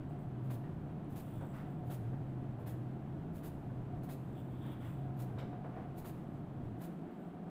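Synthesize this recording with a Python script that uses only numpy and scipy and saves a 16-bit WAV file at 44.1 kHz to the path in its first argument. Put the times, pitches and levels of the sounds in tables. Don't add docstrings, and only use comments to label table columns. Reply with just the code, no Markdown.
import sys
import numpy as np
from scipy import signal
from scipy.fft import rfft, irfft, next_fast_len
from scipy.io import wavfile

SR = 44100
rng = np.random.default_rng(int(sys.argv[2]) if len(sys.argv) > 2 else 0)


def store_wav(level_fs):
    pcm = np.round(np.clip(np.atleast_2d(level_fs), -1, 1) * 32767)
    wavfile.write(sys.argv[1], SR, pcm.T.astype(np.int16))


N = 330731
TIME = np.arange(N) / SR
STROKE_HZ = 120.2


# time in seconds, base level in dB.
HOUSING_CURVE = [(0.0, -89), (0.08, -59.5), (1.5, -68), (1.72, -56.5), (2.3, -63), (2.6, -62), (2.8, -65),
                 (3.8, -64), (3.95, -55), (4.22, -68), (4.95, -66), (5.05, -55.5), (5.4, -61), (5.55, -54),
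                 (5.9, -59.5), (6.5, -63.5), (6.85, -59), (7.2, -63), (7.45, -57.5)]
# pitch in Hz, width in Hz, relative level in dB.
HOUSING_RESONANCES = [(719, 39.5, 3), (689, 50, -8.5), (766, 77, -11.5)]

def clipper_housing(ring_db=-2.5, whine_db=-5.0, whine_growth=1.7, buzz_db=-20.5):
    level_db, = in_time(HOUSING_CURVE)
    stroke = 2 * np.pi * np.cumsum(STROKE_HZ + 1.3 * drift(18)) / SR
    harmonics = sum(drift(4.5) * np.sin(k * stroke) for k in range(3, 15))
    buzz = from_db(level_db + buzz_db) * unit_rms(harmonics)
    ring = from_db(level_db + ring_db) * ringing(HOUSING_RESONANCES)
    top_db = level_db.max()
    whine_gain = from_db(top_db + whine_db + whine_growth * (level_db - top_db))
    return ring + buzz + whine_gain * np.sqrt(2) * np.sin(6 * stroke)


def snapping(per_s, friction_db=-4.5):
    sizes = from_db(4 * np.minimum(rng.exponential(1, N), 2.7)) * rng.choice([-1, 1], N)
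    closing = 1 + .3 * np.cos(2 * np.pi * STROKE_HZ * TIME)
    breaks = rng.random(N) < closing * per_s / SR
    snaps = sizes * breaks / np.sqrt(np.maximum(per_s, 1))
    return unit_rms(unit_rms(snaps) + from_db(friction_db) * rng.standard_normal(N))


# pitch in Hz, width in Hz, relative gain in dB.
BLADE_RESONANCES = [(7740, 730, 3), (9150, 1500, 2), (11440, 1100, -1.5), (14750, 2900, 5)]
# start in seconds, length in seconds, level in dB.
HAIR_GRAZES = [(0.087, .03, -82), (0.177, 0.046, -86), (6.254, .16, -96), (7.1, .18, -90.5)]
# time in seconds, level in dB, snaps per second,
# send to the comb's rasp in dB, send to the lowest blade resonance in dB.
LOCK_PASSES = [
    [(1.12, -92, 520, -6, -5), (1.24, -74, 700, -3, -4), (1.37, -74, 670, -6, 1), (1.43, -78, 440, -1, 3),
     (1.52, -81, 350, -3, 5), (1.565, -72, 1400, -14, -4), (1.64, -86, 1000, -6, -3),
     (1.7, -83, 800, -8, 4), (1.8, -89, 640, -6, 0)],
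    [(4.2, -89, 1200, -4, 4), (4.34, -86, 1200, 3, 3), (4.385, -75.5, 1200, 5, 2),
     (4.47, -83, 1600, -8, -2), (4.55, -82, 2500, 5, 0), (4.67, -74, 1000, 5.5, -3),
     (4.735, -74, 1300, 6, -6), (4.775, -91, 1500, 0, -1), (4.81, -78, 2500, 1, -1),
     (4.855, -71.5, 1800, 1, 1), (4.92, -77, 1400, -6, 2), (5.03, -86, 1200, 2, 2)],
]

def cutting(stray_db=-92, stray_per_s=1000, graze_send_db=2.5, fade_s=.03, crack_db=-9.5):
    grazes = sum(from_db(db) * swell(start, length, .012, .014) for start, length, db in HAIR_GRAZES)
    snaps = (from_db(stray_db) + grazes) * snapping(stray_per_s)
    low_send = from_db(graze_send_db) * snaps
    rasp_send = 0
    for rows in LOCK_PASSES:
        level_db, per_s, rasp_db, low_db = in_time(rows)
        start, end = rows[0][0], rows[-1][0]
        cut = from_db(level_db) * swell(start, end - start, fade_s, fade_s) * snapping(per_s)
        snaps += cut
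        low_send += from_db(low_db) * cut
        rasp_send += from_db(rasp_db) * cut
    ring = 0
    for k, (hz, width, db) in enumerate(BLADE_RESONANCES):
        strikes = (low_send if k == 0 else snaps) * rng.standard_normal(N)
        ring += from_db(db) * resonate_twice(strikes, hz, width)
    rasp = low_pass(resonate(rasp_send, hz=3380, width_hz=600), 3700, order=16)
    return snaps.std() * unit_rms(ring) + from_db(crack_db) * snaps + rasp_send.std() * unit_rms(rasp)


# start in seconds, level in dB.
COARSE_SNAPS = [(1.254, -69), (1.274, -72), (1.308, -64), (1.339, -64), (1.372, -71), (1.3937, -71),
                (4.731, -69)]

def coarse_hairs():
    cracks = sum(from_db(db) * swell(start, hold_s=.00047, rise_s=.0002, fall_s=.00066)
                 for start, db in COARSE_SNAPS)
    return ringing(BLADE_RESONANCES[1:]) * cracks


# start in seconds, level in dB, pitch in Hz, decay in seconds.
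BRIGHT_PINGS = [(0.133, -70, 8800, .0012), (0.192, -66, 9300, .0012), (0.641, -58.5, 1895, 0.0075),
                (1.046, -67, 9140, 0.0016), (1.4288, -67, 7760, .0018), (1.466, -67, 7880, 0.0022),
                (1.496, -68, 7890, .002), (1.5188, -63, 7860, .002), (6.642, -70, 9000, .001)]

def bright_pings():
    return sum(from_db(db) * swell(start, 0, .00016, decay_s) * np.sin(2 * np.pi * hz * TIME)
               for start, db, hz, decay_s in BRIGHT_PINGS)


# peak time in seconds, level in dB before the mist trim, swell time in seconds.
WEAK_PUFFS = [(.452, -68.5, .02), (1.114, -63.5, 0.016), (1.87, -66, .014), (2.6, -69, .008),
              (3.36, -58.5, 0.014), (4.036, -60.5, 0.0055), (5.172, -67, .007), (5.982, -55, .012),
              (6.792, -69, .008)]
# start in seconds, length in seconds, base level in dB,
# level of the first drops in dB relative to that base.
BOTTLE_SQUEEZES = [(0.496, 0.052, -54, -1.5), (1.152, 0.056, -54.5, -5), (1.897, 0.056, -52, -3.5),
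                   (2.659, 0.054, -54, -3), (3.429, .052, -54, -6), (4.086, 0.049, -52.5, -4),
                   (5.187, 0.043, -54, -7), (6.042, .054, -53, -2.5), (6.805, 0.049, -54.5, -4)]
# frequency in Hz, relative level in dB.
MIST_SPECTRUM = [(500, 22), (900, 9), (1600, 5), (2400, 3.5), (3800, 1.5), (6000, -3.5), (6750, 1),
                 (7200, -0.5), (10000, 2.5), (13500, 6.5), (15500, 7)]
# frequency in Hz, relative level in dB.
DROPS_SPECTRUM = [(300, -1), (600, 14), (900, 13), (1500, 7.5), (2400, -2), (3800, -5), (6000, -30),
                  (15000, -24)]

def spray_bottle(puff_hold_s=.011, puff_fall_s=.03, sag_db_per_s=26, sputter_db=1.6, mist_trim_db=-.34):
    flow, spit = 0, 0
    for peak, db, swell_s in WEAK_PUFFS:
        before = (peak - TIME) / swell_s
        after = (TIME - peak - puff_hold_s) / puff_fall_s
        flow += from_db(db) * np.exp(-np.clip(np.maximum(before, after), 0, 20))
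    for start, length, db, drops_db in BOTTLE_SQUEEZES:
        sag_db = sag_db_per_s * np.clip(TIME - start, 0, length)
        flow += from_db(db - sag_db) * swell(start, length, rise_s=.015, fall_s=.015)
        spit += from_db(db + drops_db) * swell(start + .0019, hold_s=.014, rise_s=.0019, fall_s=.021)
    mist = flow * from_db(mist_trim_db + sputter_db * drift(130)) * coloured_noise(MIST_SPECTRUM)
    return mist + spit * coloured_noise(DROPS_SPECTRUM)


# start in seconds, level in dB before dulling, low-pass cutoff in Hz.
SOFT_KNOCKS = [(0.638, -59, 2600), (1.411, -48, 1050), (2.133, -59.5, 1620), (2.586, -52.5, 891),
               (5.30, -56.5, 1509), (5.376, -50.5, 1200), (5.42, -58, 2400), (5.528, -53.5, 1085),
               (5.644, -52, 1570), (5.764, -50, 1404), (5.807, -68, 2652)]
# frequency in Hz, relative level in dB.
KNOCK_SPECTRUM = [(100, -19), (280, -18), (450, 9), (600, 6.5), (800, 7.5), (1000, 0.5), (1400, 0),
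                  (2500, -9), (6000, -19.5)]

def knocks(rise_s=.00025, contact_db=-4.5):
    body = coloured_noise(KNOCK_SPECTRUM)
    sound = 0
    for start, db, cutoff_hz in SOFT_KNOCKS:
        contact = from_db(contact_db) * swell(start, hold_s=rise_s, rise_s=rise_s, fall_s=.005)
        burst = swell(start, hold_s=.015, rise_s=rise_s, fall_s=.034)
        sound += from_db(db) * (contact + burst) * low_pass(body, cutoff_hz)
    return sound


# pitch in Hz, width in Hz, relative level in dB.
PLASTIC_RESONANCES = [(1460, 715, -1), (2200, 390, -1), (2950, 900, -2), (3710, 570, -1), (5070, 1500, -8),
                      (7600, 800, -14), (12500, 7000, -12)]

def plastic_clatter(start_s=5.385, level_db=-59):
    envelope = swell(start_s, hold_s=.018, rise_s=.00082, fall_s=.022)
    return from_db(level_db) * envelope * ringing(PLASTIC_RESONANCES)


# start in seconds, length in seconds, level in dB before dulling, low-pass cutoff in Hz.
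CAPE_BRUSHES = [(1.522, 0.07, -56, 2530), (4.618, 0.11, -60.5, 2010), (4.8, 0.084, -59.5, 2400),
                (5.677, 0.17, -63, 1800)]
# frequency in Hz, relative level in dB.
RUSTLE_SPECTRUM = [(300, -34), (700, -1), (1400, -0.5), (2500, -9.5), (3200, -12.5), (3900, -18),
                   (5500, -22), (9000, -21), (15000, -14)]

def cape_rustle(grain_db=-1.5):
    friction = coloured_noise(RUSTLE_SPECTRUM) * from_db(grain_db * drift(220))
    return sum(from_db(db) * swell(start, length, .022, .054) * low_pass(friction, cutoff_hz, order=1)
               for start, length, db, cutoff_hz in CAPE_BRUSHES)


# time in seconds, pitch in Hz, level in dB before the trim.
HUM_CURVE = [(0.0, 134.6, -44.5), (0.18, 146.5, -43.5), (0.3, 126.4, -43.5), (0.48, 120.2, -35),
             (0.7, 151.3, -43), (1.08, 149.5, -47), (1.26, 131.6, -46), (1.44, 151, -43.5),
             (1.52, 132.2, -47), (1.74, 147, -42.5), (2.03, 120.7, -39.5), (2.2, 137.2, -39.5),
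             (2.4, 124.5, -42), (2.7, 119, -40.5), (2.84, 132, -42), (3.0, 126.7, -42.5),
             (3.32, 160.4, -44.5), (3.54, 142, -51), (3.74, 132.3, -43), (4.08, 139.3, -42),
             (4.22, 128, -45.5), (4.66, 135, -42.5), (4.8, 121.9, -45.5), (5.04, 133, -39),
             (5.28, 123, -39.5), (5.56, 128, -44.5), (5.66, 142.7, -46.5), (6.06, 135.4, -48),
             (6.3, 137, -49.5), (6.77, 125.2, -44), (6.86, 168.2, -48), (7.3, 164.2, -53.5),
             (7.5, 171, -45)]

def low_hum(waver_hz=8.5, throb_db=-0.2, trim_db=-3):
    pitch, level_db = in_time(HUM_CURVE)
    waver, throb = drift(15), drift(12)
    phase = 2 * np.pi * np.cumsum(pitch + waver_hz * waver) / SR
    return from_db(level_db + trim_db + throb_db * throb) * np.sqrt(2) * np.sin(phase)


# frequency in Hz, relative level in dB.
AIR_SPECTRUM = [(30, -26.5), (125, -13.5), (170, 4.5), (205, 2.5), (245, 0.7), (300, 0.3), (390, -5.5),
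                (490, -13), (660, -11), (850, -16), (1150, -21.5), (1450, -24.5), (2000, -31.5),
                (3300, -38.5), (5200, -51), (11000, -55), (15000, -58)]
# frequency in Hz, relative level in dB.
RUMBLE_SPECTRUM = [(20, -8.5), (40, -11), (65, -5), (90, -2), (115, 2.5), (160, -6), (300, -61.5)]

def ventilation(air_db=-47.5, flutter_db=.53, rumble_db=-51.5, surge_db=1.9, sink_at_s=6.78):
    air = coloured_noise(AIR_SPECTRUM)
    treble = signal.sosfilt(signal.butter(1, 1100, "high", fs=SR, output="sos"), air)
    air += treble * (from_db(flutter_db * drift(9.9)) - 1)
    sink_db = 12.5 * np.clip((TIME - sink_at_s) / .058, 0, 1)
    rumble = from_db(rumble_db - sink_db + surge_db * drift(4.0)) * coloured_noise(RUMBLE_SPECTRUM)
    return from_db(air_db) * air + rumble


def salon(x, wet_db, t60_s=.68, wall_hz=11000):
    t = np.arange(SR) / SR
    decay = from_db(-60 * t / t60_s) * (t > .006)
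    tail = low_pass(rng.standard_normal(SR), wall_hz, order=1) * decay
    return x + from_db(wet_db) * signal.fftconvolve(x, tail / np.linalg.norm(tail))[:N]


def from_db(db):
    return 10 ** (np.asarray(db) / 20)


def unit_rms(x):
    return x / np.sqrt(np.mean(x ** 2) + 1e-20)


def in_time(rows):
    times, *columns = np.transpose(rows)
    return [np.interp(TIME, times, column) for column in columns]


def swell(start_s, hold_s, rise_s, fall_s):
    t = TIME - start_s
    return np.clip(t / rise_s, 0, 1) * np.exp(-np.clip((t - hold_s) / fall_s, 0, 20))


def coloured_noise(spectrum):
    hz, db = np.transpose(spectrum)
    size = next_fast_len(N)
    log_hz = np.log(np.maximum(np.fft.rfftfreq(size, 1 / SR), 1))
    gain = from_db(np.interp(log_hz, np.log(hz), db))
    return unit_rms(irfft(rfft(rng.standard_normal(size)) * gain, size)[:N])


def low_pass(x, hz, order=2):
    return signal.sosfilt(signal.butter(order, hz, fs=SR, output="sos"), x + 1e-18)


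def drift(rate_hz):
    return unit_rms(low_pass(rng.standard_normal(N + SR), rate_hz)[SR:])


def resonate(x, hz, width_hz):
    r = np.exp(-np.pi * width_hz / SR)
    feedback = [1, -2 * r * np.cos(2 * np.pi * hz / SR), r * r]
    return signal.lfilter(np.array([1, 0, -1]) * (1 - r * r) / 2, feedback, x + 1e-18)


def resonate_twice(x, hz, width_hz):
    return resonate(resonate(x, hz, width_hz), hz, width_hz)


def ringing(modes):
    return unit_rms(sum(from_db(db) * unit_rms(resonate_twice(rng.standard_normal(N), hz, width))
                        for hz, width, db in modes))


def scene():
    hum = low_hum()
    clippers = clipper_housing() + salon(cutting() + coarse_hairs() + bright_pings(), wet_db=-8.5)
    spray = salon(spray_bottle(), wet_db=-10.5)
    handling = salon(knocks() + plastic_clatter() + cape_rustle(), wet_db=-9.0)
    return (clippers + spray + handling + hum + ventilation())[None]


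def record(dry):
    return signal.sosfilt(signal.ellip(12, .1, 80, 15550, fs=SR, output="sos"), dry)


dry = scene()
out = record(dry)
store_wav(out)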